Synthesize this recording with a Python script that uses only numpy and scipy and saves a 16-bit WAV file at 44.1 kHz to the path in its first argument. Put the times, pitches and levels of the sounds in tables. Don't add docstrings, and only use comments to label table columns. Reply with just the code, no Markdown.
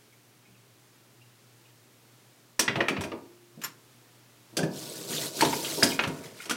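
import sys
import numpy as np
from scipy import signal
from scipy.fft import rfft, irfft, next_fast_len
from scipy.io import wavfile
from scipy.ndimage import uniform_filter1d, map_coordinates

SR = 44100
rng = np.random.default_rng(int(sys.argv[2]) if len(sys.argv) > 2 else 0)


def persist_wave(psi):
    counts = np.round(np.clip(psi, -1, 1) * 32767).astype(np.int16)
    wavfile.write(sys.argv[1], SR, np.atleast_2d(counts).T)


N = 289296
TAP_OPENS_S = 4.68

# pitch in Hz, level in dB, t60 in seconds.
BASIN_MODES = [(101, -8.5, 0.25), (151.4, -0.5, 0.48), (190.6, -6.5, 0.57), (233.5, -1.5, 0.33),
               (268, -4.5, 0.36), (323, 0.5, 0.37), (403.3, -0.5, 0.45), (459, -3.5, 0.35),
               (554.7, -3.5, 0.3), (628.5, 1.5, 0.18), (688.5, -2.5, 0.2), (832, -15, 0.32),
               (905, -12, 0.37), (943.5, -4, 0.3), (1146, -9.5, 0.32), (1470, -6, 0.35)]


def amp(db):
    return 10 ** (np.asarray(db) / 20)


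def unit(x):
    return x / np.sqrt(np.mean(x ** 2) + 1e-20)


def along(points, hz):
    pitches, values = np.transpose(points)
    return np.interp(np.log(hz + 1), np.log(pitches + 1), values)


def wobble(rate):
    knots = rng.standard_normal(int(N * rate / SR) + 4)
    return map_coordinates(knots, [np.arange(N) * rate / SR])


def filtered(x, response):
    size = next_fast_len(len(x) + 8192)
    return irfft(rfft(x, size) * response(np.fft.rfftfreq(size, 1 / SR)), size)[:len(x)]


def coloured(x, spectrum):
    return unit(filtered(x, lambda hz: amp(along(spectrum, hz))))


def fade(t, t60, attack):
    return np.exp(-np.log(1000) * t / max(t60, .005)) * (1 - np.exp(-t / max(attack, 1e-5)))


def ring(modes, t, attack, scatter_db):
    draws = rng.standard_normal((len(modes), 2))
    return sum(amp(db + scatter_db * scatter) * np.sign(polarity)
               * np.sin(2 * np.pi * hz * t) * fade(t, t60, attack)
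               for (hz, db, t60), (scatter, polarity) in zip(modes, draws))


def cluster(hz, t, spread, count=11):
    pitches = hz * (1 + spread * np.linspace(-1, 1, count) * rng.uniform(0.484, 1, count))
    return unit(np.sin(2 * np.pi * (pitches[:, None] * t + rng.random((count, 1)))).sum(0))


def add(track, s, sound):
    part = track[max(round(s * SR), 0):][:len(sound)]
    part += sound[:len(part)]


def appliances():
    # frequency in Hz, level in dB.
    air_spectrum = [(25, -17), (60, -25), (85, -24), (120, -2), (160, -11.5), (240, -11), (360, -9),
                    (500, -14.5), (800, -16.5), (2600, -19.5), (6000, -22), (13600, -26.5), (16000, -27)]
    # time in seconds, level in dB.
    air_levels = [(1.8, -60), (3.9, -59), (4.5, -57.5)]
    # pitch in Hz, rms level in dB.
    hum_partials = [(120, -66), (240, -78), (300, -79.5)]
    t = np.arange(N) / SR
    air_db = np.interp(t, *np.transpose(air_levels)) + 0.49 * wobble(3.6)
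    air = amp(air_db) * coloured(rng.standard_normal(N), air_spectrum)
    hum = sum(amp(db + 1.7 * wobble(6.6)) * np.sqrt(2) * np.sin(2 * np.pi * hz * t + 0.35 * wobble(30))
              for hz, db in hum_partials)
    return air + hum


def tinks():
    # start in seconds, relative level in dB, pitch in Hz.
    touches = [(.125, -45, 2140), (.452, -43.5, 2340), (0.546, -47, 2540), (1.214, -42.5, 2700),
               (1.653, -46, 2690), (5.903, -20, 3060), (5.918, -17, 2365), (6.4, -30, 2285),
               (6.402, -31.5, 1430)]
    out, t = np.zeros(N), np.arange(SR // 3) / SR
    for s, db, hz in touches:
        note = cluster(hz, t, spread=0.109, count=17)
        add(out, s, amp(db - 12.5) * note * fade(t, t60=0.095, attack=0.001))
    return out


def boom(t, boom_hz):
    # multiple of the boom's pitch, level in dB.
    thud_shape = [(.08, -52), (.25, -49), (.45, -25), (.65, 2.5), (1, 2.5), (1.5, -5.5), (2.6, -9.5),
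                  (5, -40), (16, -51)]
    spectrum = np.array(thud_shape) * [boom_hz, 1]
    thud = amp(5.5) * coloured(rng.standard_normal(len(t)), spectrum) * fade(t, t60=0.17, attack=0.022)
    woken_modes = [(hz, db + .5 * along(spectrum, hz), t60) for hz, db, t60 in BASIN_MODES]
    return thud + amp(-8.5) * ring(woken_modes, t, attack=0.0016, scatter_db=3.5)


def thuds():
    # start in seconds, level in dB, boom pitch in Hz.
    booms = [(.475, -53, 135), (2.682, -31, 154), (2.757, -28.5, 158), (2.779, -25.5, 474), (2.9, -29, 274),
             (2.975, -31.5, 121), (3.573, -42, 203), (4.529, -49, 330), (4.582, -28, 215),
             (4.632, -22, 215), (5.438, -30, 140), (5.775, -30.5, 413), (5.825, -25.5, 143),
             (6.066, -29, 143)]
    out, t = np.zeros(N), np.arange(SR) / SR
    for s, db, hz in booms:
        add(out, s, amp(db) * boom(t, hz))
    return out


def knocks():
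    # start in seconds, strength in dB, edge hardness from 0 to 1,
    # the utensil's pitch in Hz, its ring in dB against the strength, the basin's boom in dB.
    blows = [(2.593, -17.5, 0.92, 5800, 4, -29), (2.679, -19, 0.21, 1970, 3.5, -34),
             (2.756, -25.5, .35, 886, -2.5, -33), (2.805, -23, 0.25, 1890, 4.5, -30),
             (2.883, -19, 0.52, 2410, -11, -31), (2.965, -31.5, 0.1, 2380, 4, -42),
             (3.008, -32.5, 0.81, 957, -0.5, -37), (3.036, -30, 0.66, 2460, -12, -36),
             (3.117, -38.5, 0.3, 1164, 1, -32), (4.568, -28.5, 1, 4610, 10, -28.5),
             (4.59, -35, 0.74, 1560, 6.5, -29), (4.63, -34, 0.72, 1627, 7.5, -30.5),
             (5.408, -19.5, 0.81, 4420, 4, -42), (5.422, -21, 0.62, 930, 7.5, -22.5),
             (5.449, -25, 0.79, 3820, 3.5, -36), (5.528, -33, 0.1, 920, 9, -36),
             (5.825, -23, 0.2, 1650, 4.5, -24), (5.83, -21, 1, 4950, 12.5, -25),
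             (5.991, -19, 0.26, 2490, -1, -34.5), (6.037, -23.5, 0.33, 2370, -6, -36),
             (6.074, -35.5, 0.81, 1010, -6, -33.5), (6.455, -39, 0.84, 4500, 0, -44),
             (6.495, -28.5, 0.9, 1240, 1.5, -33.5), (6.508, -25.5, 0.84, 1450, -1, -38)]
    # frequency in Hz, level in dB.
    clack_spectrum = [(30, -59), (100, -13), (500, -7), (1000, -4.5), (1300, -3.5), (1900, -4),
                      (2700, -3.5), (3800, -14), (6000, -24.5), (15000, -86)]
    snap_spectrum = [(50, -55), (1500, -78), (2400, -20.5), (3200, 1.5), (4000, -4.5), (4700, -3.5),
                     (5700, 0), (6900, -4.5), (8000, -3), (10000, -7), (12000, -11), (16000, -20)]
    contact_t60_s, floor_hz = 0.079, 365
    out, t = np.zeros(N), np.arange(SR) / SR
    for s, db, hardness, ring_hz, ring_db, boom_db in blows:
        clack_noise, snap_noise = rng.standard_normal((2, len(t)))
        clack = coloured(clack_noise, clack_spectrum) * fade(t, contact_t60_s, attack=0.00057)
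        snap = coloured(snap_noise, snap_spectrum) * fade(t, 1.15 * contact_t60_s, attack=0.002)
        contact = amp(3 - 6.5 * hardness) * clack + amp(5.5 - 41 * (1 - hardness)) * snap
        ring_t60_s = .046 * (2000 / ring_hz) ** .35
        note = amp(ring_db) * cluster(ring_hz, t, spread=0.076) * fade(t, ring_t60_s, attack=0.0015)
        add(out, s, amp(db) * (contact + note) + amp(boom_db) * boom(t, floor_hz))
    return out


def strainer_rim():
    # pitch in Hz, level in dB, t60 in seconds.
    rim_modes = [(351, -50.5, 2.6), (2580, -50, 0.4), (4540, -47, 0.76)]
    out, t = np.zeros(N), np.arange(SR) / SR
    add(out, 2.882, ring(rim_modes, t, attack=0.0057, scatter_db=2))
    return out


def tongs():
    # start in seconds, scrape level in dB, ring level in dB.
    contacts = [(3.616, -40.5, -58), (3.637, -34.5, -36.5), (3.645, -37.5, -35.5)]
    # pitch in Hz, level in dB, t60 in seconds.
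    arm_modes = [(1060, -8, 0.13), (1430, -16, 0.1), (1710, -3, 0.11), (2853, -14, 0.07), (4440, -17, .07),
                 (5480, 2, 0.047), (7070, 4, 0.045), (8215, -9, 0.1), (10030, -8, .1), (11580, -3, 0.09),
                 (14100, -4, 0.07)]
    # frequency in Hz, level in dB.
    scrape_spectrum = [(40, -40), (300, -7), (700, -11.5), (1200, 1),
                       (3000, -5.0), (7000, -8), (11500, -15.5), (15000, -16)]
    out, t = np.zeros(N), np.arange(SR // 2) / SR
    for s, scrape_db, ring_db in contacts:
        scrape = coloured(rng.standard_normal(len(t)), scrape_spectrum)
        scrape *= fade(t, t60=0.15, attack=0.00034)
        arms = ring(arm_modes, t, attack=0.00056, scatter_db=5.5)
        add(out, s, amp(scrape_db) * scrape + amp(ring_db) * arms)
    return out


def jet_db(s):
    # time in seconds, strength in dB.
    strengths = [(4.69, -58), (4.76, -47.5), (4.95, -46), (5.07, -47), (5.11, -38), (5.27, -38.5),
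                 (5.32, -49), (5.39, -38.5), (5.92, -39), (5.99, -50.5), (6.15, -57.5), (6.56, -75)]
    return np.interp(s, *np.transpose(strengths))


def drops(rate, spread_db):
    landings = rng.random(N) < rate / SR
    return unit(landings * rng.standard_normal(N) * amp(spread_db * rng.standard_normal(N)))


def bubbles(rate, centre_hz, octaves, cycles, spread_db):
    start, pitch_a, pitch_b, rarity = rng.random((int(rate * N / SR), 4)).T[:, :, None]
    hz = np.clip(centre_hz * 2 ** (octaves * (pitch_a + pitch_b - 1)), 300, 15000)
    samples = np.arange(700)
    age = hz * samples / SR / cycles
    strength = amp(-spread_db * np.log(.02 + .98 * rarity))
    rise = 1 + 0.012 * np.minimum(age, 4)
    grains = strength * np.sin(2 * np.pi * cycles * age * rise) * np.exp(-age)
    positions = (start * N).astype(int) + samples
    return unit(np.bincount(positions.ravel(), grains.ravel())[:N])


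def patchy(x, depth_db):
    spectra = signal.stft(x, nperseg=256)[2]
    patches = uniform_filter1d(rng.standard_normal(spectra.shape), size=5, axis=0)
    patches = uniform_filter1d(patches, size=7, axis=1)
    return unit(signal.istft(spectra * amp(depth_db * unit(patches)), nperseg=256)[1][:len(x)])


def basin_drumming():
    # frequency in Hz, level in dB.
    rattle_spectrum = [(30, -36), (70, -25), (110, -11), (150, 9.5), (210, -0.5), (320, 4.5), (470, 4.5),
                       (680, -7), (800, -9), (950, -12), (1400, -16.5), (2500, -70)]

    def panel(f, width_hz=22):
        return sum((-1) ** k * amp(db) * 1j * f * width_hz / (hz * hz - f * f + 1j * f * width_hz)
                   for k, (hz, db, _) in enumerate(BASIN_MODES))

    patter = unit(filtered(drops(rate=2500, spread_db=1.5), panel))
    rattle = coloured(drops(rate=3000, spread_db=1.5), rattle_spectrum)
    return amp(-5) * rattle + amp(-9) * patter


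def water():
    # frequency in Hz, level in dB.
    spray_spectrum = [(1000, -45), (2500, -2), (4200, 6), (6000, 2), (9000, 1), (12000, -1.5),
                      (16000, -5.5)]
    splash_spectrum = [(300, -47), (700, -4), (1200, 6.5), (2000, 4), (3200, -4.5), (5000, 3.5), (9000, 1),
                       (16000, -9)]
    full_jet_db, valve_s = -39.5, 0.064
    runoff_s, runoff_rise_s = 6.127, 0.074
    t = np.arange(N) / SR
    force_db = jet_db(t) - full_jet_db
    valve = np.clip((t - TAP_OPENS_S) / valve_s, 0, 1)
    draining = np.maximum(t - runoff_s, 0)
    runoff_splash = amp(-49.5) * fade(draining, t60=5, attack=runoff_rise_s)
    runoff_drum = amp(-32) * fade(draining, t60=0.73, attack=runoff_rise_s)
    splash_gain = np.hypot(amp(-47 + 1.33 * force_db), runoff_splash)
    drum_gain = np.hypot(amp(-37 + 0.63 * force_db), runoff_drum)

    surge = wobble(30)
    fizz = bubbles(rate=900, centre_hz=7000, octaves=1.1, cycles=14, spread_db=4.2)
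    plips = bubbles(rate=600, centre_hz=3000, octaves=1.2, cycles=7, spread_db=3.5)
    fine_drops = coloured(drops(rate=9000, spread_db=2.5), spray_spectrum)
    spray = amp(-36.5 + force_db + 0.35 * surge) * patchy(fine_drops + .5 * fizz, depth_db=2.1)
    flutter = amp(0.23 * surge + 3.2 * wobble(32))
    fat_drops = coloured(drops(rate=4400, spread_db=2.5), splash_spectrum)
    splash = splash_gain * flutter * (fat_drops + plips / np.sqrt(2))
    drum = drum_gain * basin_drumming() * amp(0.3 * wobble(2.7))
    return valve * (spray + splash + drum)


def spatters():
    # start in seconds, relative level in dB, pitch in Hz.
    edge_spatters = [(5.095, -45, 4100), (5.165, -28, 3480), (5.645, -33, 3250)]
    per_second, low_hz, high_hz = 5, 3500, 7400
    running_s = N / SR - TAP_OPENS_S
    when, pitch = rng.random((int(per_second * running_s), 2)).T
    times = TAP_OPENS_S + when * running_s
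    chance_spatters = list(zip(times, jet_db(times) + 2, low_hz + pitch * (high_hz - low_hz)))
    out, t = np.zeros(N), np.arange(SR // 4) / SR
    for s, db, hz in edge_spatters + chance_spatters:
        impacts = drops(rate=2900, spread_db=-3.0)[:len(t)]
        flurry = unit(filtered(impacts, lambda f: 1 / (1 + ((f - hz) / (0.19 * hz)) ** 2)))
        add(out, s, amp(db + 4.5) * flurry * fade(t, t60=0.09, attack=0.0042))
    return out


def kitchen(x):
    # frequency in Hz, t60 in seconds.
    decay_times = [(120, 0.41), (500, 0.5), (2000, 0.31), (6000, 0.26), (15000, 0.13)]
    hz, t, spectra = signal.stft(rng.standard_normal(SR * 3 // 4), SR, nperseg=256)
    decay = np.exp(-np.log(1000) * t / along(decay_times, hz)[:, None])
    tail = signal.istft(spectra * decay, SR, nperseg=256)[1]
    tail *= 1 - np.exp(-np.arange(len(tail)) / SR / 0.0068)
    return signal.fftconvolve(x, tail / np.linalg.norm(tail))[:N]


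def scene():
    hits = knocks() + thuds() + strainer_rim() + tinks() + spatters()
    near = tongs()
    room = amp(-10.0) * kitchen(hits + amp(-5.0) * near)
    return (hits + near + room + water() + appliances())[None]


def record(dry):
    bass_hz, top_hz = 45, 16000

    def response(hz):
        return hz ** 2 / np.sqrt(hz ** 4 + bass_hz ** 4) / np.sqrt(1 + (hz / top_hz) ** 200)

    return np.array([filtered(x, response) for x in dry])


dry = scene()
out = record(dry)
persist_wave(out)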